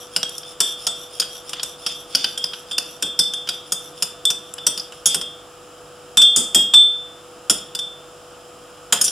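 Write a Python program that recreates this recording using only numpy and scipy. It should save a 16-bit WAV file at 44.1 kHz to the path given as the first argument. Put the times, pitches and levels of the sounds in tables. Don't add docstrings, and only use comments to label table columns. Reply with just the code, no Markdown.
import sys
import numpy as np
from scipy import signal
from scipy.fft import rfft, irfft, next_fast_len
from scipy.io import wavfile
from scipy.ndimage import uniform_filter1d, minimum_filter1d

SR = 44100
rng = np.random.default_rng(int(sys.argv[2]) if len(sys.argv) > 2 else 0)


def log_audio(samples):
    frames = np.atleast_2d(samples).T
    limited = np.clip(frames, -1, 1)
    pcm = np.round(limited * 32767).astype(np.int16)
    wavfile.write(sys.argv[1], SR, pcm)


N = 401736
TIME = np.arange(N) / SR

# frequency in Hz, relative level in dB per Hz.
ROOM_TONE = [(18, -57), (30, -16.5), (102, -18.5), (119, -20), (151, -13.5), (266, -16), (302, -7.5),
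             (452, -14), (487, -8), (524, -11.5), (677, -9), (995, -15.5), (1260, -8), (1960, -26),
             (2400, -68), (3120, -73), (5280, -120)]
# frequency in Hz, relative level in dB per Hz.
MICROPHONE_HISS = [(1180, -51), (2000, -12.5), (2280, -8), (3120, 0), (3490, -5.5), (4490, -13),
                   (5070, -2.5), (6090, -12), (7570, -3), (8260, -12), (9490, -7.5), (12300, -18),
                   (13300, -17.5), (16000, -19)]
ROOM_TONE_DB, MICROPHONE_HISS_DB = -45.5, -49
# frequency in Hz, rms level in dB.
HUM = [(49, -70), (98, -65), (148, -61.5), (344.5, -64.5), (491.2, -47), (684, -61.5)]
# frequency in Hz, left-right correlation.
LIKENESS = [(60, .75), (300, .95), (700, .8), (1400, .78), (3500, .95), (8000, .25), (14000, .1)]
# frequency in Hz, t60 in s.
KITCHEN_T60 = [(150, 0.42), (1000, 0.39), (4000, 0.49), (8000, 0.24), (15000, 0.36)]
# frequency in Hz, reverberation over direct sound in dB.
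KITCHEN_DB = [(150, -2.5), (1000, -5.5), (3000, -10), (5000, -2), (8000, -22), (15000, -0.5)]

# start in seconds, rms level in dB before rise and decay.
JOLTS = [(2.159, -48), (3.031, -36.5), (3.199, -42.5), (5.149, -34), (6.18, -37.5), (6.365, -28),
         (6.549, -25.5), (7.5, -32)]
JOLT_HZ, JOLT_WIDTH_HZ, JOLT_T60_S, JOLT_RISE_S = 194, 150, 0.36, 0.0022

# time in seconds at the far wall, pressure on the wall in dB.
TURNS = [(.02, 1), (.36, 2), (.69, 5.5), (1.02, 2.5), (1.36, 2.5), (1.69, 1), (1.99, 0.5), (2.3, 1.5),
         (2.58, -1.5), (2.92, 1), (3.25, -8), (3.55, -3.5), (3.86, -1), (4.17, -27), (4.5, -9.5),
         (4.83, -5)]
TURN_S = .32
# share of the turn, length at half pressure in s,
# bowl rasp in dB and bright hiss in dB (before the trims in glide), bowl resonance in mid-sweep in Hz.
PASSES = [(-.03, .115, -47.5, -48, 5740), (0.426, .08, -48, -48.5, 5300)]
# middle in seconds, length at half pressure in s,
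# rasp in dB (before the trim in glide), bowl resonance in mid-drag in Hz.
SCRAPES = [(1.573, 0.035, -44, 3390), (1.907, 0.075, -38, 5100), (2.21, .12, -37, 4880),
           (5.117, 0.073, -34, 5000), (8.971, .055, -37, 5270), (9.067, 0.058, -34, 5500)]
SCRAPE_HISS_DB = -8.5
# multiple of the bowl resonance, width in Hz, relative level in dB.
RASP_MODES = [(1.0, 480, 0), (.58, 900, -7), (1.35, 1300, -7)]
# multiple of the bowl resonance, width in Hz, relative level in dB.
HISS_MODES = [(1.78, 420, -1), (2.0, 600, -4), (2.35, 800, -13)]
SWEEP_RISE = .03
SWEEP_ARCH = .055

CUP_HZ = [3261, 3538, 5597, 6345, 6840, 8031, 8297, 11930, 12915]
# relative level in dB, t60 in s.
CUP_MODES = [(0.5, 0.55), (4.5, 0.56), (-24, .25), (-33, .2), (-6, .2), (10.5, 0.29), (2, 0.34),
             (-25, 0.46), (-14, 0.19)]
OVERTONE_PER_TICK, OVERTONE_PER_RING, OVERTONE_DB = 0.59, .75, -4

# start in seconds, main spoon resonance in Hz, chatter t60 in s, strength in dB,
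# hardness as treble over body in dB, freedom of the bowl in dB (high pings, low knocks),
# ring of the cup's lower tone in dB, ring of its upper tone in dB (both before the mode's own level).
CLINKS = [(.162, 5040, 0.043, -28.5, -2.5, 0, -47, -47), (.2296, 5500, 0.017, -34.5, -9.5, -1, -22, -43),
          (0.293, 5330, 0.011, -49.5, 10, 3, -42, -55), (.3798, 5220, 0.025, -47.5, 15, 9.5, -58, -60),
          (.431, 5140, 0.028, -56, -16, -1, -42, -44), (.603, 5670, 0.033, -22, 5, 0, -22, -23.5),
          (.867, 5220, .047, -29, 0.5, -1.5, -31, -28.5), (1.198, 4950, 0.044, -29, 2, 3, -36, -44),
          (1.217, 5000, 0.087, -41.5, -3, -11.5, -32, -50), (1.4926, 5670, 0.037, -43.5, 2, -2, -58, -61),
          (1.5313, 4940, 0.036, -39, -6, -6, -41, -42), (1.595, 4400, 0.037, -48, -23.5, -4, -31, -47),
          (1.6305, 5360, .032, -34.5, 5, 0, -62, -37), (1.8627, 5290, 0.054, -33, -7, -0.5, -31, -35),
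          (2.149, 4940, 0.034, -26.5, -5.5, 2.5, -39, -48), (2.242, 4780, 0.038, -32, -13, 0, -43, -32.5),
          (2.3756, 5300, 0.052, -39, 2, -2.5, -25, -40), (2.44, 5060, .028, -36, -7.5, 4.5, -33, -41),
          (2.533, 4940, 0.062, -46, -15.5, -6.5, -54, -51),
          (2.7113, 4950, 0.087, -42, -2, -2.5, -30, -26.5),
          (2.7807, 4970, 0.026, -29.5, -1.5, 0, -50, -35.5),
          (3.0235, 5470, 0.039, -31.5, 2, -3, -24.5, -27), (3.1907, 5200, 0.032, -25, 0.5, 5.5, -30, -20),
          (3.3354, 5200, .039, -40.5, 3.5, -3.5, -30, -30), (3.472, 5120, 0.055, -46, -11, -6, -51, -59),
          (3.4884, 4900, 0.048, -32.5, -6, -2, -29, -34.5),
          (3.7205, 5100, .042, -29.5, 5.5, -2.5, -39, -33.5),
          (4.0225, 5050, 0.053, -28.5, 3.5, 0.5, -60, -37.5),
          (4.2523, 5200, .026, -33.5, 11.5, 1.5, -24, -18), (4.3015, 5900, 0.054, -31.5, 1, 0, -37, -28.5),
          (4.538, 5250, 0.011, -48.5, 13, -6, -51, -64), (4.5807, 5000, 0.04, -48, -11, -5, -43, -38.5),
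          (4.6655, 5790, .065, -24.5, 5.5, 1, -29.5, -30.5), (4.7748, 4880, .061, -39.5, 0, 2, -48, -42),
          (4.796, 5000, .036, -49.5, -7, 11.5, -43, -49), (4.921, 5200, 0.05, -52.5, -3.5, -12, -57, -63),
          (5.057, 5670, 0.096, -25.5, 12, 1, -20, -27), (5.144, 5200, .055, -29, 4.5, -2, -29, -35),
          (5.212, 5160, .045, -40, -2, -2, -29.5, -34.5), (6.171, 5810, 0.036, -23.5, 2.5, -4, -22, -9.5),
          (6.216, 5700, 0.064, -31.5, 0, 0.5, -10, -11), (6.3615, 4930, 0.036, -19.5, 11.5, -2, -23, -22),
          (6.5464, 5140, 0.041, -21, 8.5, -1, -9.5, -22.5),
          (6.7372, 5400, 0.063, -29, -1.5, -5.5, -16, -4.5),
          (7.497, 5330, 0.056, -20.5, 3.5, -1.5, -30, -34), (7.7494, 4940, .04, -37.5, 1.5, 0, -60, -35),
          (7.7893, 5580, 0.041, -41.5, 0, -0.5, -36, -28.5),
          (8.9236, 5060, 0.061, -21.5, 2.5, -8, -45, -58), (9.0116, 5200, 0.051, -26.5, 10, 1, -50, -58),
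          (9.0404, 6000, 0.12, -32, 16, 4.5, -52, -53), (9.079, 5690, 0.041, -37, -3, 5, -36, -46)]
# low edge in Hz, high edge
# in Hz, resonance in Hz (the main register takes it from the touch), width in Hz, resonance over the
# broad clatter in dB, free ping over the clatter in dB, t60 as a multiple of the chatter's, level over
# the touch's strength in dB, share of the hardness it gains, share of the freedom it gains.
SPOON_REGISTERS = [(139, 710, 188, 40, -25, -10.5, 2.0, -10, -0.24, -0.02),
                   (750, 1833, 1428, 240, -1.5, -4, 1.1, -4, -0.4, -0.72),
                   (2506, 3840, 3206, 310, 2.5, -10, .9, 4, -0.59, -0.52),
                   (4587, 5800, 5150, 420, 4, 1, 1.0, 10.5, -0.31, 1),
                   (6330, 8980, 7210, 1070, -0.5, 4, 1.0, 3, 0.68, -0.44),
                   (8800, 10050, 9400, 100, 13, 5.5, 1.0, 3.5, 0.49, 0.17),
                   (9800, 14400, 11480, 200, -0.5, -19, 1.0, -3.5, .45, 0.16)]

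CUTOFF_HZ = 15900


def from_db(db):
    return 10 ** (np.asarray(db) / 20)


def rms_one(x):
    return x / np.sqrt(np.mean(x ** 2) + 1e-20)


def at_hz(points, hz):
    f, value = np.transpose(points)
    return np.interp(np.log(np.maximum(hz, 1)), np.log(f), value)


def add(out, s, sound):
    start = round(s * SR)
    out[..., start:start + sound.shape[-1]] += sound[..., :N - start]


def band(x, low, high, order=3):
    edges = [low, min(high, .45 * SR)]
    return signal.sosfilt(signal.butter(order, edges, "band", fs=SR, output="sos"), x)


def resonate(x, hz, width):
    r = np.exp(-np.pi * width / SR)
    feed = np.array([1, 0, -1]) * (1 - r * r) / 2
    return signal.lfilter(feed, [1, -2 * r * np.cos(2 * np.pi * hz / SR), r * r], x)


def drift(rate):
    knots = rng.standard_normal(int(N / SR * rate) + 2)
    return rms_one(np.interp(TIME * rate, np.arange(len(knots)), knots))


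def stereo(pair, alike):
    alike = np.clip(alike, 0, .999)
    middle = np.sqrt((1 + alike) / 2) * pair[0]
    side = np.sqrt((1 - alike) / 2) * pair[1]
    return middle + side * np.array([[1], [-1]])


def steady_noise(spectrum):
    size = next_fast_len(N)
    hz = np.fft.rfftfreq(size, 1 / SR)
    pair = rfft(rng.standard_normal((2, size))) * from_db(at_hz(spectrum, hz))
    lowest, highest = spectrum[0][0], spectrum[-1][0]
    inside = 1 / (1 + (hz / highest) ** 10) / (1 + (lowest / (hz + 1)) ** 10)
    return rms_one(irfft(stereo(pair, at_hz(LIKENESS, hz)) * inside, size)[:, :N])


def background():
    motor_time = np.cumsum(1 + .001 * drift(2)) / SR
    hum = np.zeros(N)
    for hz, db in HUM:
        hum += from_db(db) * np.sqrt(2) * np.sin(2 * np.pi * (hz * motor_time + rng.random()))
    air = from_db(ROOM_TONE_DB) * steady_noise(ROOM_TONE)
    hiss = from_db(MICROPHONE_HISS_DB) * steady_noise(MICROPHONE_HISS)
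    return hum + air + hiss


def kitchen(x):
    t, response = TIME[:SR // 2], 0
    edges = np.geomspace(100, 16000, 9)
    arrival = np.clip(t / .008 - .5, 0, 1)
    for low, high in zip(edges, edges[1:]):
        hz = np.sqrt(low * high)
        tail = stereo(band(rng.standard_normal((2, len(t))), low, high), at_hz(LIKENESS, hz))
        tail = tail * from_db(-60 * t / at_hz(KITCHEN_T60, hz)) * arrival
        direct_level = np.sqrt(2 * (high - low) / SR / len(t))
        response = response + from_db(at_hz(KITCHEN_DB, hz)) * rms_one(tail) * direct_level
    return signal.fftconvolve(x.mean(axis=0)[None], response, axes=1)[:, :N]


def jolts(rumble_db=-2.5, rumble_top_hz=450):
    out, t = np.zeros(N), TIME[:SR // 2]
    envelope = (1 - np.exp(-t / JOLT_RISE_S)) * from_db(-60 * t / JOLT_T60_S)
    for s, db in JOLTS:
        shake = rng.standard_normal(len(t))
        boom = rms_one(resonate(band(shake, 100, 1200), JOLT_HZ, JOLT_WIDTH_HZ))
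        rumble = rms_one(band(shake, 22, rumble_top_hz, order=2))
        add(out, s, from_db(db) * envelope * rms_one(boom + from_db(rumble_db) * rumble))
    return out


def sweeps():
    glides = []
    for s, press_db in TURNS:
        for share, length, rasp_db, hiss_db, hz in PASSES:
            glides.append((s + share * TURN_S, length, rasp_db + press_db, hiss_db + press_db, hz))
    for s, length, db, hz in SCRAPES:
        glides.append((s, length, db, db + SCRAPE_HISS_DB, hz))
    return glides


def glide(rasp_trim_db=0.5, hiss_trim_db=-0.5, grain_db=3.5, cup_width_hz=25):
    out, friction, t = np.zeros((2, N)), np.zeros(N), TIME[:SR // 2]
    for middle, length, bowl_db, bright_db, top_hz in sweeps():
        start = max(middle - length, 0)
        place = np.clip((start + t - middle) / length, -1, 1)
        grit = np.repeat(rng.standard_normal(len(t) // 50), 50)
        pressure = np.cos(np.pi / 2 * place) ** 2 * from_db(grain_db * grit)
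        bend = 1 + SWEEP_RISE * place - SWEEP_ARCH * np.sin(np.pi / 2 * place) ** 2
        cycles = np.cumsum(top_hz * bend) / SR
        for modes, level_db in ((RASP_MODES, bowl_db + rasp_trim_db), (HISS_MODES, bright_db + hiss_trim_db)):
            for multiple, width, mode_db in modes:
                low_pass = signal.butter(2, width / 2, fs=SR, output="sos")
                slow = signal.sosfilt(low_pass, rng.standard_normal((2, 2, len(t))))
                angle = 2 * np.pi * multiple * cycles
                hiss = rms_one(slow[0] * np.cos(angle) + slow[1] * np.sin(angle))
                wide = stereo(hiss, at_hz(LIKENESS, multiple * top_hz))
                add(out, start, from_db(level_db + mode_db) * pressure * wide)
        add(friction, start, from_db(bowl_db) * pressure * rng.standard_normal(len(t)))
    singing = sum(resonate(friction, hz, cup_width_hz) for hz in CUP_HZ[:2])
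    return out + rms_one(singing) * np.std(friction)


def cup(build_s=0.00027, damp_s=.005, overtone_lag=1.45, flutter=0.63, flutter_rate=130, rub_s=0.21,
        spot_db=3.0, clean_ring_db=-8):
    out, t = np.zeros((2, N)), TIME[:SR]
    next_touch = [row[0] for row in CLINKS[1:]] + [N / SR]
    for (s, _, _, strength_db, hardness_db, _, lower_db, upper_db), stop in zip(CLINKS, next_touch):
        tick_db = strength_db + hardness_db / 2
        ring_db = max(lower_db, upper_db)
        overtone_db = OVERTONE_DB + OVERTONE_PER_TICK * tick_db + OVERTONE_PER_RING * ring_db
        age = t[t < stop - s + 10 * damp_s]
        damping = np.exp(-np.maximum(age - (stop - s), 0) / damp_s)
        gate = (1 - np.exp(-age / build_s)) * damping
        strengths = [lower_db, upper_db, *rng.normal(overtone_db, spot_db, len(CUP_MODES) - 2)]
        for hz, (mode_db, t60), level_db in zip(CUP_HZ, CUP_MODES, strengths):
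            knots = rng.standard_normal((2, 400))
            rubbing = flutter * np.exp(-age / rub_s)
            rubbing /= 1 + from_db(ring_db - clean_ring_db)
            wobble = np.interp(age * flutter_rate, np.arange(knots.shape[1]), knots[0] + 1j * knots[1])
            uneven = 1 + rubbing * wobble
            lag = np.array([[0], [-overtone_lag * min(hz / 8000, 1) ** 2]])
            tone = np.exp(2j * np.pi * (hz * age + rng.random()))
            wave = (uneven * tone * np.exp(1j * lag)).real
            add(out, s, gate * from_db(level_db + mode_db - 60 * age / t60) * wave)
    return out


def spoon(grain_db=4.0, first_touch=4.45, rise_s=0.0012, wander=0.045, bend=0.013, treble_alike=0.29,
          spread_hz=8300, lag=2.2):
    out, t = np.zeros((2, N)), TIME[:SR // 6]
    attack = t < .015
    for s, main_hz, chatter_t60, strength_db, hardness_db, freedom_db, _, _ in CLINKS:
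        grain = from_db(grain_db * rng.standard_normal(len(t)))
        cushion = 1 - np.exp(-t / rise_s)
        bounces = cushion * rms_one(rng.standard_normal((2, len(t))) * grain)
        bounces[0, round(rise_s * SR)] = first_touch
        for (low, high, hz, width, peak_db, ping_db, lasting, register_db,
             hard_share, free_share) in SPOON_REGISTERS:
            hz = main_hz if low < 5000 < high else hz * (1 + wander * rng.standard_normal())
            fade = from_db(-60 * t / (lasting * chatter_t60))
            clatter = band(bounces * fade, low, high)
            clatter = rms_one(clatter) + from_db(peak_db) * rms_one(resonate(clatter, hz, width))
            apart = 1 - 1 / (1 + (hz / spread_hz) ** 7)
            pitch = hz * (1 + bend * rng.standard_normal() * (1 - fade))
            microphone_phase = np.array([[0], [lag * apart]])
            angle = 2 * np.pi * np.cumsum(pitch) / SR + microphone_phase
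            ping = rms_one(cushion * fade * np.sin(angle))
            sound = stereo(clatter, 1 - (1 - treble_alike) * apart) + from_db(ping_db) * ping
            sound /= np.sqrt(np.mean(sound.mean(axis=0)[attack] ** 2))
            level_db = strength_db + register_db + hard_share * hardness_db + free_share * freedom_db
            add(out, s, from_db(level_db) * sound)
    return out


def scene():
    touches, ring = spoon(), cup()
    reflections = kitchen(touches + .5 * ring)
    return touches + ring + glide() + reflections + background() + jolts()


def record(dry, ceiling=1.0, release_db_per_s=1200):
    over_db = 20 * np.log10(np.maximum(abs(dry).max(axis=0) / ceiling, 1))
    release_db = release_db_per_s * TIME
    held_db = np.maximum.accumulate(over_db + release_db) - release_db
    gain = uniform_filter1d(minimum_filter1d(from_db(-held_db), size=33), size=33)
    top_cut = signal.ellip(10, .1, 70, CUTOFF_HZ, fs=SR, output="sos")
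    return signal.sosfilt(top_cut, dry * gain)


dry = scene()
out = record(dry)
log_audio(out)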